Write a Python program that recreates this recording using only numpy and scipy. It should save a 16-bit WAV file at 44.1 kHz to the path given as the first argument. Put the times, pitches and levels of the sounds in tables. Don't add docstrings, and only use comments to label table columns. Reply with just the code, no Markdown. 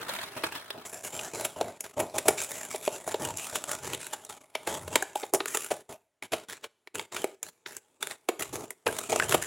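import sys
import numpy as np
from scipy import signal
from scipy.io import wavfile
from scipy.ndimage import uniform_filter1d

SR = 44100
rng = np.random.default_rng(int(sys.argv[2]) if len(sys.argv) > 2 else 0)


def master(y):
    cut = np.clip(np.atleast_2d(y).T, -1, 1)
    pcm = np.round(cut * 32767)
    wavfile.write(sys.argv[1], SR, pcm.astype(np.int16))


N = 417186
TIME = np.arange(N) / SR
FINGERS_END_S = .85
CASING_GLIDE, CRUST_GLIDE, BLADE_GLIDE = .05, .25, .02

# (pitch [Hz], width [Hz], level [dB]); a wider tone dies sooner
CRUST_TONES = [(1480, 160, 5.2), (2328, 240, 2.7), (3160, 240, 1.3)]
# (time [s], level [dB])
BLADE_RING = [(.83, -37.5), (.87, -3.5), (4.0, -5), (4.6, -12)]


def scraping(pressure, grit):
    # (time [s], blade level over the crust [dB])
    bite = [(.83, -2.5), (.87, 7), (1.75, -1.5), (2.4, 5), (4.6, 0.5), (5.5, 5.5), (6.3, -2), (8.2, 2)]
    keen, ring = gain_curve(bite), gain_curve(BLADE_RING)
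    catches = grains(N, per_s=1200, spread_db=11.5) ** 2
    slips = signal.lfilter([1], [1, -np.exp(-1 / (0.0015 * SR))], catches)
    sand = from_db(-2) ** 2 * np.maximum(ring, .5) * slips.mean()
    rasp = unit_energy(np.sqrt(slips + sand) * rng.standard_normal(N))
    breaking = (rasp + from_db(-19) * crumbs(per_s=4200, spread_db=10.5)) * np.sqrt(N)
    force = breaking * np.minimum(grit / from_db(-53), 1) + from_db(-13) * rng.standard_normal(N)
    crunch = (evened(crust(force, CRUST_TONES)) + keen * evened(blade(force, ring))) / np.hypot(1, keen)
    fingers = (TIME < FINGERS_END_S) * evened(band(force, 780, 1940))
    spot_hz, _ = spot(TIME)
    rubbing = casing(force + rng.standard_normal(N), spot_hz, low_hz=114)
    return grit * (crunch + fingers) + pressure * evened(rubbing)


def pushes():
    # (start [s], length [s], pressure on the casing [dB], grit [dB])
    strokes = [(0, 0.04, -47, -47.5), (0.081, 0.17, -50.5, -42), (0.361, 0.019, -38, -40.5),
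               (0.434, 0.034, -41.5, -41.5), (0.52, 0.062, -48.5, -42.5), (0.739, 0.055, -46.5, -61),
               (0.849, 0.015, -48.5, -36.5), (0.923, 0.058, -47.5, -43), (1.032, 0.044, -44.5, -38),
               (1.124, 0.16, -44, -40), (1.331, 0.14, -40, -40), (1.558, 0.15, -40, -49.5),
               (1.837, 0.024, -49, -45), (1.965, 0.07, -32.5, -45.5), (2.138, 0.036, -36, -42),
               (2.252, 0.059, -32, -38.5), (2.372, 0.07, -47, -34), (2.485, 0.18, -48.5, -39.5),
               (2.698, 0.063, -55, -39), (2.825, 0.055, -55, -39), (2.92, 0.047, -44.5, -41),
               (3.062, 0.07, -43, -41), (3.193, 0.12, -37, -40.5), (3.361, 0.14, -53, -39),
               (3.523, 0.054, -42, -38.5), (3.672, 0.08, -43, -37.5), (3.828, 0.12, -43, -40.5),
               (3.992, 0.077, -68, -43.5), (4.29, 0.029, -48.5, -43.5), (4.67, 0.1, -37.5, -38),
               (4.87, 0.024, -55, -52), (4.91, 0.051, -40, -41.5), (5.164, 0.084, -65, -45),
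               (5.328, 0.036, -39, -50), (5.469, 0.2, -53, -38.5), (5.702, 0.03, -41, -40.5),
               (5.89, 0.04, -43.5, -48.5), (6.221, 0.03, -51, -48), (6.317, 0.032, -38, -37.5),
               (6.484, 0.048, -51, -41.5), (6.58, 0.09, -60, -60), (6.941, 0.069, -44, -43.5),
               (7.117, 0.11, -45.5, -41.5), (7.43, 0.063, -57, -49.5), (7.662, 0.12, -56, -49.5),
               (8.005, 0.13, -54.5, -47.5), (8.391, 0.034, -40, -36), (8.525, 0.032, -38.5, -37.5),
               (8.569, 0.073, -42.5, -49), (8.858, 0.039, -32, -37), (8.916, 0.16, -47, -41),
               (9.088, 0.17, -35.5, -35), (9.281, 0.076, -36, -32), (9.413, 0.015, -46, -30.5)]
    # (time [s], pressure and grit level [dB])
    drag = [(0, -48), (0.65, -55), (1.92, -59.5), (2.35, -52.5), (3.9, -52.5), (4.5, -59), (4.85, -51.5),
            (6.1, -78.5), (7.9, -64)]
    attack_s, sag_db_per_s, release_db_per_s, trickle_db_per_s = 0.006, 16, 990, 164.5
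    power = np.tile(gain_curve(drag) ** 2, (2, 1))
    for s, length, *levels_db in strokes:
        start = round(s * SR)
        t = TIME[:min(SR // 2, N - start)]
        since_end = np.maximum(t - length, 0)
        held = np.minimum(t / attack_s, 1) * from_db(-sag_db_per_s * np.minimum(t, length))
        trickle = from_db(-6 - trickle_db_per_s * since_end)
        let_go = np.hypot(from_db(-release_db_per_s * since_end), trickle)
        power[:, start:start + len(t)] += np.outer(from_db(levels_db), held * let_go) ** 2
    return np.sqrt(power)


def grains(count, per_s, spread_db):
    sizes = from_db(spread_db * np.minimum(rng.exponential(1, count), 3.4))
    return sizes * rng.choice([-1, 1], count) * (rng.random(count) < per_s / SR)


def crumbs(per_s, spread_db):
    bursts = grains(N, per_s, spread_db)
    pitches = np.geomspace(500, 14000, 14)
    choice = rng.integers(len(pitches), size=N)
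    ticks = (resonate(bursts * (choice == k) + 1e-18, [(hz, hz * 0.057, 0)])
             for k, hz in enumerate(pitches))
    return unit_energy(sum(ticks))


def cracking():
    # (time [s], length of the break [s], casing [dB], crust [dB], blade [dB])
    cracks = [(0.093, 0.0046, -37.5, -35, -39.5), (0.438, 0.0034, -29.5, -28, -37),
              (1.41, 0.0031, -36, -42, -36.5), (1.4513, 0.0061, -35.5, -31, -27.5),
              (1.612, 0.0033, -22.5, -35, -37.5), (2.002, 0.0085, -25.5, -31.5, -29.5),
              (2.184, 0.0051, -31.5, -30, -26.5), (2.2843, 0.0041, -17, -22, -17.5),
              (2.747, 0.0083, -30, -42, -51), (2.877, 0.0024, -21.5, -35.5, -56),
              (3.077, .0027, -29.5, -45, -38), (3.1437, 0.0034, -24.5, -36, -44),
              (3.251, 0.006, -38, -35.5, -32.5), (3.557, 0.0049, -34.5, -30.5, -29),
              (4.134, 0.0067, -35.5, -35, -33), (4.553, 0.0036, -31, -29.5, -38.5),
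              (4.675, 0.006, -29, -31.5, -33.5), (4.879, 0.0046, -37.5, -44, -45),
              (4.9574, 0.0035, -21.5, -19.5, -21.5), (5.0245, 0.0032, -31.5, -36.5, -32),
              (5.157, 0.0038, -25.5, -37.5, -37.5), (5.2345, 0.0073, -31, -38.5, -61),
              (5.337, 0.0014, -21, -33.5, -24.5), (5.3475, 0.0073, -24, -31, -24),
              (5.405, 0.0046, -31, -29, -54), (5.548, 0.0065, -30.5, -28.5, -27),
              (5.714, 0.0074, -23, -33.5, -35), (6.335, 0.0057, -24.5, -29.5, -36.5),
              (6.6428, 0.0066, -40.5, -37.5, -44.5), (7.166, 0.0054, -44, -32, -37.5),
              (7.243, 0.003, -23.5, -34.5, -36), (7.662, 0.0042, -47, -37, -56.5),
              (8.028, .004, -39, -29, -32), (8.111, 0.0067, -43.5, -36.5, -40.5),
              (8.2885, 0.0032, -21.5, -29, -31), (8.4235, 0.004, -56.5, -32.5, -32.5),
              (8.867, 0.004, -21.5, -26, -45.5), (8.988, .0039, -37, -34, -31.5),
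              (9.128, 0.0085, -21.5, -32, -36), (9.16, 0.0026, -27, -33, -30.5),
              (9.324, 0.0041, -32, -23.5, -29), (9.345, 0.0052, -17.5, -23, -27)]
    # (time [s], crust [dB], blade [dB])
    chips = [(0.1365, -40, -42), (0.1885, -38, -50), (0.7048, -35.5, -44.5), (1.8066, -43.5, -32.5),
             (2.423, -44, -35), (2.4369, -60, -37.5), (3.117, -41.5, -41), (3.3722, -54, -33.5),
             (3.64, -39, -35.5), (3.7153, -35, -31), (3.9335, -34, -37), (3.9475, -36, -37),
             (4.0678, -47, -39.5), (4.2499, -57, -43), (5.458, -32, -35), (5.572, -30.5, -27.5),
             (5.6453, -42, -36.5), (6.225, -37.5, -48), (6.8737, -45.5, -59), (6.9548, -37, -36),
             (6.9953, -33, -42), (7.4297, -43, -31.5), (7.7675, -58, -37.5), (8.0713, -37, -37),
             (8.706, -40.5, -37)]
    chip_s, chip_knock_db, slow_break_s, debris_s = 0.0022, -5.5, .011, 0.016
    chip_cracks = [(s, chip_s, crust_db + chip_knock_db, crust_db, blade_db)
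                   for s, crust_db, blade_db in chips]
    lead, count = SR // 100, SR // 12
    t = (np.arange(count) - lead) / SR
    ring = gain_curve(BLADE_RING)
    damped = [(hz, 3 * width, db) for hz, width, db in CRUST_TONES]
    out = np.zeros(N + count)
    for s, length, *levels_db in [*cracks, *chip_cracks]:
        start = round(s * SR) - lead
        spot_hz, flake_hz = spot(s)
        rise_s = length ** 2 / slow_break_s
        swell = np.exp(-np.abs(t) / np.where(t < 0, rise_s, length))
        debris = from_db(-22.5) * (t > 0) * np.exp(-t / debris_s)
        force = unit_energy(np.hypot(swell, debris) * grains(count, per_s=8100, spread_db=4))
        force[lead] += .3
        flake_tone = (flake_hz, 1 / (1.2 * length), 11)
        flake = crust(force, damped) + resonate(force, [flake_tone])
        parts = casing(force, spot_hz, low_hz=290), flake, blade(force, ring[start])
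        snap = sum(from_db(db) * unit_energy(part) for db, part in zip(levels_db, parts))
        out[start:start + count] += snap * np.sqrt(SR // 100)
    return out[:N]


def blade(force, ring):
    # (pitch [Hz], width [Hz], level [dB])
    steel_tones = [(7260, 210, 14.2), (7780, 250, 7.4), (10030, 1900, 3.5)]
    # (pitch [Hz], width [Hz], level [dB])
    edge_tones = [(6680, 1200, 0.82), (9360, 1900, 0.69)]
    scratch = np.sqrt(ring) * band(wandering(force, edge_tones, CRUST_GLIDE), 4900, 13000)
    steel = ring * wandering(force, steel_tones, BLADE_GLIDE)
    dust = from_db(-11.5) * force
    return band(steel + scratch + dust, 3400, SR)


def crust(force, tones):
    plate = wandering(force, tones, CRUST_GLIDE) + from_db(-0.5) * band(force, 920, 4200, order=1)
    return band(plate, 900, 4900)


def casing(force, spot_hz, low_hz):
    # (pitch [Hz], width [Hz], level [dB])
    plastic_tones = [(268, 18, -4.5), (393, 67, 0.5), (450, 35, -2), (627.6, 105, 5.5), (836, 73, 6),
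                     (908, 52, -4.5)]
    lift_db, reach_hz = 9, 70
    tones = [(hz, width, db + lift_db * np.exp(-((hz - spot_hz) / reach_hz) ** 2))
             for hz, width, db in plastic_tones]
    thud = from_db(-4) * band(force, low_hz, 680, order=1)
    return band(wandering(force, tones, CASING_GLIDE) + thud, low_hz, 780)


def spot(s):
    # (start [s], casing pitch [Hz], flake pitch [Hz])
    spots = [(0, 720, 1210), (.85, 673, 2270), (3.1, 775, 2870), (4.6, 810, 3530), (5.3, 398, 1310),
             (5.7, 670, 1480), (6.2, 402, 2290), (7.4, 430, 3460), (8.2, 405, 2250), (8.8, 480, 1320)]
    starts, casing_hz, flake_hz = np.transpose(spots)
    row = np.searchsorted(starts[1:], s)
    return casing_hz[row], flake_hz[row]


def chinking():
    # (time [s], pitch [Hz], level [dB])
    chinks = [(1.192, 2730, -35.5), (2.382, 2330, -36.5), (5.024, 1640, -30), (8.885, 1610, -32),
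              (9.199, 1550, -21.5), (9.223, 1700, -27.5)]
    contact_s, count = 0.0024, SR // 8
    out = np.zeros(N + count)
    for s, hz, db in chinks:
        contact = np.exp(-TIME[:count] / contact_s) * rng.standard_normal(count)
        chink = unit_energy(resonate(contact, [(hz, 0.06 * hz, 0)]))
        start = round(s * SR)
        out[start:start + count] += from_db(db) * chink * np.sqrt(SR // 100)
    return out[:N]


def shifting(pressure):
    # (time [s], level [dB])
    shoves = [(3.3, -47.5), (3.9, -48.5), (4.874, -47), (8.55, -51.5), (9.331, -40.5)]
    half_length_s = 0.079
    swell = sum(from_db(db) * np.exp(-((TIME - s) / half_length_s) ** 2) for s, db in shoves)
    rumble = evened(band(rng.standard_normal(N), 75, 160, order=3))
    return np.hypot(swell, from_db(-16) * pressure) * rumble


def echoes(x, fade_s, low_hz, high_hz):
    t = TIME[:SR // 2]
    noise = band(rng.standard_normal(len(t)), low_hz, high_hz, order=1)
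    tail = noise * from_db(-60 * t / fade_s) * (t > .003)
    return signal.fftconvolve(x, unit_energy(tail))[:N]


def wandering(force, tones, octaves):
    t = TIME[:len(force)]
    knots = np.arange(0, t[-1] + .2, .07)
    sway_db = 4.5
    out = 0
    for hz, width, db in tones:
        strength, shift = (np.interp(t, knots, rng.standard_normal(len(knots))) for _ in range(2))
        turn = np.exp(2j * np.pi * np.cumsum(hz * 2 ** (octaves * shift)) / SR)
        decay = np.exp(-np.pi * width / SR)
        drive = force * from_db(db + sway_db * strength)
        out = out + 2 * np.real(turn * signal.lfilter([1 - decay], [1, -decay], drive / turn))
    return out


def resonate(x, tones):
    out = 0
    for hz, width, db in tones:
        decay = np.exp(-np.pi * width / SR)
        feedback = [1, -2 * decay * np.cos(2 * np.pi * hz / SR), decay ** 2]
        out = out + from_db(db) * (1 - decay ** 2) / 2 * signal.lfilter([1, 0, -1], feedback, x)
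    return out


def band(x, low_hz, high_hz, order=2):
    edges = [low_hz, min(high_hz, .45 * SR)]
    return signal.sosfilt(signal.butter(order, edges, "band", fs=SR, output="sos"), x)


def evened(x):
    size = SR // 25
    return x / np.sqrt(uniform_filter1d(uniform_filter1d(x ** 2, size), size))


def gain_curve(rows):
    return from_db(np.interp(TIME, *np.transpose(rows)))


def from_db(db):
    return 10 ** (np.asarray(db) / 20)


def unit_energy(x):
    return x / np.sqrt(np.sum(x ** 2))


def scene():
    pressure, grit = pushes()
    work = scraping(pressure, grit) + cracking() + chinking() + shifting(pressure)
    centre = work + from_db(-16.5) * echoes(work, fade_s=0.38, low_hz=138, high_hz=11300)
    side = (TIME < FINGERS_END_S) * echoes(work, fade_s=0.026, low_hz=1280, high_hz=SR)
    hush = from_db(-80) * evened(band(rng.standard_normal(N), 46, 770, order=1))
    return centre + hush + np.array([side, -side])


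def record(dry):
    open_db, closed_gain_db, cutoff_hz = -54.5, -9, 16000
    size = SR // 60
    level = np.sqrt(np.abs(uniform_filter1d(dry[0] ** 2, size)))
    gate = np.where(level > from_db(open_db), 1, from_db(closed_gain_db))
    gated = dry * uniform_filter1d(gate, size // 2)
    return signal.sosfilt(signal.ellip(12, .1, 80, cutoff_hz, fs=SR, output="sos"), gated)


dry = scene()
out = record(dry)
master(out)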